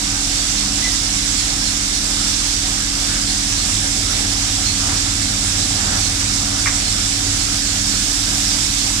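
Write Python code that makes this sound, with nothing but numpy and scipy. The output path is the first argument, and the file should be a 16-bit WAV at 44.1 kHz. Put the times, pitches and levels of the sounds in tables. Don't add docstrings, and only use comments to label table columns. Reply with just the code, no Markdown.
import sys
import numpy as np
from scipy import signal
from scipy.fft import rfft, irfft, next_fast_len
from scipy.io import wavfile
from scipy.ndimage import uniform_filter1d, map_coordinates

SR = 44100
rng = np.random.default_rng(int(sys.argv[2]) if len(sys.argv) > 2 else 0)


def put_to_file(sound):
    columns = np.atleast_2d(sound).T
    safe = np.clip(columns, -1, 1)
    whole_steps = np.round(safe * 32767)
    wavfile.write(sys.argv[1], SR, whole_steps.astype(np.int16))


N = 396900
TIME_S = np.arange(N) / SR
STROKE_HZ = 3.655
# (time [s], length [s], rush [dB], thud [dB])
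WADS = [(.72, .25, -49, -36), (3.11, .12, -35, -33), (3.82, .12, -44, -33), (4.2, .14, -33, -31),
        (4.9, 0.11, -29, -32), (5.897, 0.23, -28, -30), (8.3, .12, -37, -32)]


def sieves():
    # (time [s], relative level [dB])
    flow = [(0.0, -23.0), (0.95, -23), (1.3, -22.5), (2.05, -23.1), (2.2, -22.5), (2.9, -23.7),
            (3.75, -22.5), (5.25, -23), (5.4, -22.5), (5.7, -23), (6.7, -23.5), (7.0, -23), (7.45, -22.5),
            (7.75, -23), (8.05, -22.1), (8.99, -22.5)]
    # (frequency [Hz], level [dB])
    left = [(1500, -22), (2250, -18.5), (2600, -14), (3200, -10), (3700, -10), (4500, -17.5), (5750, -7.5),
            (6500, -15), (7800, -11), (8300, -13), (9400, -10), (11600, -24), (12900, -24.5), (14000, -30)]
    right = [(1500, -22), (1950, -11.5), (2180, -8), (2450, -10.5), (3200, -10), (3550, -4.5), (4000, -5.5),
             (5200, 0), (5850, -1.1), (6500, -3), (7750, -0.7), (8250, -6.5), (9500, -16), (10700, -37.5)]
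    surge_db = .14 * np.sin(2 * np.pi * STROKE_HZ * TIME_S) + .33 * wobble(8) + .34 * wobble(25)
    kernels = patchy(impacts(rate_hz=70000, scatter_db=1), depth_db=1.11)
    hiss = filtered(kernels, lambda hz: amp([along(left, hz), along(right, hz)]))
    return amp(curve(flow) + 4.5 + surge_db) * unit(hiss)


def diesel(bark_db=8):
    # (multiple of firing rate, level [dB])
    orders = [(2 / 3, -59), (1, -31), (4 / 3, -36.5), (2, -44), (8 / 3, -41.5), (3, -50.5), (10 / 3, -49),
              (6, -49.5), (7, -35), (8, -44), (9, -57.5)]
    # (time [s], relative level [dB])
    drone = [(0.0, -34), (0.2, -41.5), (0.55, -34), (0.95, -40), (1.8, -35.5), (2.45, -38.5), (3.2, -36.5),
             (3.95, -39.5), (4.25, -36.7), (5.05, -39.6), (5.7, -35.5), (6.1, -41), (6.3, -39),
             (7.55, -39.5), (7.8, -32), (8.1, -42), (8.35, -35.7), (8.99, -39.5)]
    cycles = firings()
    throb = 0
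    for multiple, db in orders:
        if multiple == 2:
            db = db + bark_db * load()
        throb += amp(db) * order_tone(cycles, multiple, flutter_db=1, jitter_rad=.079)
    return throb + amp(curve(drone) - 1.1) * order_tone(cycles, 5, flutter_db=1, jitter_rad=.08)


def firings(free_hz=40.39, sag_hz=.41):
    return np.cumsum(free_hz - sag_hz * load()) / SR


def drum(turns_per_firing=1.238, hum_rise_db=9, rumble_rise_db=4):
    # (multiple of drum speed, level [dB])
    whine = [(3, -53), (4, -47), (5, -48), (6, -46.5), (7, -58.5)]
    # (frequency [Hz], level [dB])
    spectrum = [(18, -19), (45, -9), (70, 3), (110, -3), (160, -1), (220, -2.5), (290, -2), (335, -9),
                (420, -20.5), (600, -22), (1000, -48)]
    turns = turns_per_firing * firings()
    orders = [(2, -39.5 + hum_rise_db * fill())] + whine
    hum = sum(amp(db) * order_tone(turns, multiple, flutter_db=1.8, jitter_rad=.15)
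              for multiple, db in orders)
    thuds = sum(amp(db) * swell(s, length_s) for s, length_s, _, db in WADS)
    steady = amp(-37 + rumble_rise_db * fill() + .88 * wobble(6))
    rumble = spread(rng.standard_normal((2, N)), spectrum, [(100, 1), (200, .97), (400, .54)])
    return hum + np.hypot(steady, thuds) * rumble


def load():
    # (time [s], load [0-1])
    bundle = [(0, .08), (1.1, 0), (2.5, 0), (3.1, .3), (3.9, .7), (5, .93), (6.1, 1), (6.9, .6), (7.8, .2),
              (9, 0)]
    return curve(bundle)


def fill(clear_s=2.6):
    drain = np.exp(-TIME_S / clear_s)
    return drain * np.maximum.accumulate(load() / drain)


def straw(load_rise_db=1.8):
    # (frequency [Hz], level [dB])
    spectrum = [(200, -23), (400, -1), (560, -2.5), (680, 0), (770, 4.5), (860, -2), (940, 0.6), (1040, -2),
                (1200, 1.5), (1400, 0.5), (1700, 3), (2200, -7), (2800, -12), (6000, -40)]
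    # (frequency [Hz], correlation [0-1])
    likeness = [(300, 0.86), (600, .65), (850, 0.75), (1400, 0.5), (2000, 0.59), (4000, 0.74)]
    # (frequency [Hz], left minus right [dB])
    balance = [(350, 4), (560, -6.5), (720, 0.5), (830, 0.5), (950, -4.5), (1150, 0.5), (1420, 5),
               (1700, 4), (2200, -2.5)]
    steady = amp(-33.5 + load_rise_db * load() + .29 * wobble(14))
    wads = sum(amp(db) * swell(s, length_s) for s, length_s, db, _ in WADS)
    snaps = patchy(impacts(rate_hz=12000, scatter_db=2.2), depth_db=1.84)
    rush = spread(snaps, spectrum, likeness)
    rush = filtered(rush, lambda hz: amp(np.outer([.5, -.5], along(balance, hz))))
    return np.hypot(steady, wads) * unit(rush)


def shaker():
    # (time [s], level [dB])
    squeaks = [(.56, -26), (1.37, -26), (1.65, -23.5), (2.2, -28), (2.472, -28), (3.27, -23),
               (3.555, -24.5), (4.655, -20.5), (6.03, -27.5), (6.846, -23.5), (7.39, -27.5), (8.78, -28)]
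    rubs = [(s, -34.5 + 2 * rng.standard_normal()) for s in np.arange(.01, N / SR, 1 / STROKE_HZ)]
    joint = stick_slip(rubs + squeaks, pitch_hz=4260, width_hz=190, length_s=.055, left_db=-15)
    chirp = stick_slip([(.822, -26.5)], pitch_hz=1995, width_hz=65, length_s=.07, left_db=3.7)
    return joint + chirp


def stick_slip(rubs, pitch_hz, width_hz, length_s, left_db, attack_s=.0036):
    ring = filtered(rng.standard_normal(N), lambda hz: 1 / (1 + 2j * (hz - pitch_hz) / width_hz) ** 2)
    ring = unit(np.tanh(unit(ring)))
    ring = unit(filtered(ring, lambda hz: np.abs(hz - pitch_hz) < pitch_hz / 2))
    age_s = TIME_S[:SR // 2]
    stroke = (1 - np.exp(-age_s / attack_s)) / np.sqrt(1 + (age_s / length_s) ** 6)
    level = np.zeros(N + SR)
    for s, db in rubs:
        span = slice(round(s * SR), round(s * SR) + len(stroke))
        level[span] = np.maximum(level[span], amp(db) * stroke)
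    sides = amp([left_db / 2, -left_db / 2])
    return np.outer(sides / sides.max(), level[:N] * ring)


def clacks(crack_t60_s=.03, ring_t60_s=.24, cutoff_hz=3600):
    # (time [s], relative level [dB])
    blows = [(6.659, -13), (6.671, -11)]
    # (frequency [Hz], level [dB])
    housing = [(300, -40), (900, -17), (1180, -1.5), (1450, -5), (1850, -0.5), (2250, 3), (2750, -15),
               (5000, -30), (10000, -60)]
    power = np.zeros(N)
    for s, db in blows:
        age_s = np.abs(TIME_S - s)
        decay = amp(-60 * age_s / crack_t60_s) + amp(-6 - 60 * age_s / ring_t60_s)
        power += (TIME_S >= s) * (amp(db - 3.5) * decay) ** 2
    metal = spread(rng.standard_normal((2, N)), housing, likeness=[(1500, .5)])
    return filtered(np.sqrt(power) * metal, lambda hz: 1 / (1 + (hz / cutoff_hz) ** 8))


def chaff():
    # (time [s], right-side level [dB])
    flow = [(0, -50), (3.3, -58), (3.8, -52), (6.6, -60), (7, -48), (7.5, -47.5), (8, -39), (9, -38)]
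    # (frequency [Hz], level [dB])
    spectrum = [(7000, -30), (10000, 1), (11000, -2), (13000, 0), (15000, -9)]
    sizzle = filtered(impacts(rate_hz=30000, scatter_db=2), lambda hz: amp(along(spectrum, hz)))
    return amp(curve(flow)) * unit(sizzle) * amp([[-12], [0]])


def from_right(pair):
    # (frequency [Hz], phase lag [rad])
    lag = [(40, .03), (100, 0.081), (160, 0.36), (260, 0.49), (360, 1.1), (520, 2.05), (750, 1.2),
           (950, 1.8), (1400, 1.03), (2000, 2.47)]
    return filtered(pair, lambda hz: np.exp(.5j * np.outer([-1, 1], along(lag, hz))))


def amp(db):
    return 10 ** (np.asarray(db) / 20)


def unit(x):
    return x / np.sqrt(np.mean(x ** 2) + 1e-20)


def along(points, hz):
    knots_hz, values = np.transpose(points)
    return np.interp(np.log(hz + 1), np.log(knots_hz + 1), values)


def curve(points):
    return np.interp(TIME_S, *np.transpose(points))


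def wobble(rate_hz):
    knots = rng.standard_normal(int(N * rate_hz / SR) + 4)
    return map_coordinates(knots, [TIME_S * rate_hz])


def filtered(x, response):
    size = next_fast_len(N + SR // 2)
    return irfft(rfft(x, size) * response(np.fft.rfftfreq(size, 1 / SR)), size)[..., :N]


def swell(centre_s, length_s):
    return np.exp(-(2 * (TIME_S - centre_s) / length_s) ** 2)


def impacts(rate_hz, scatter_db):
    hits = rng.poisson(rate_hz / SR / 2, (2, N)) - rng.poisson(rate_hz / SR / 2, (2, N))
    return unit(hits * amp(scatter_db * rng.standard_normal((2, N))))


def patchy(pair, depth_db):
    frames = signal.stft(pair, nperseg=512)[2]
    patches = uniform_filter1d(rng.standard_normal(frames.shape), size=5, axis=1)
    patches = uniform_filter1d(patches, size=14, axis=2)
    return signal.istft(frames * amp(depth_db * unit(patches)), nperseg=512)[1][:, :N]


def spread(pair, spectrum, likeness):
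    def response(hz):
        blend_rad = np.arccos(np.clip(along(likeness, hz), -1, 1)) / 2
        return amp(along(spectrum, hz)) * [np.cos(blend_rad), np.sin(blend_rad)]
    mid, side = filtered(pair, response)
    return unit(np.array([mid + side, mid - side]))


def order_tone(turns, multiple, flutter_db, jitter_rad):
    phase = 2 * np.pi * (multiple * turns + rng.random()) + jitter_rad * wobble(15)
    return np.sqrt(2) * np.sin(phase) * amp(flutter_db * wobble(12))


def scene():
    return from_right(diesel() + drum() + straw()) + sieves() + chaff() + shaker() + clacks()


def record(dry):
    ceiling, top_hz = .8, 15200
    rounded = dry / (1 + (dry / ceiling) ** 8) ** (1 / 8)
    return filtered(rounded, lambda hz: hz < top_hz)


dry = scene()
out = record(dry)
put_to_file(out)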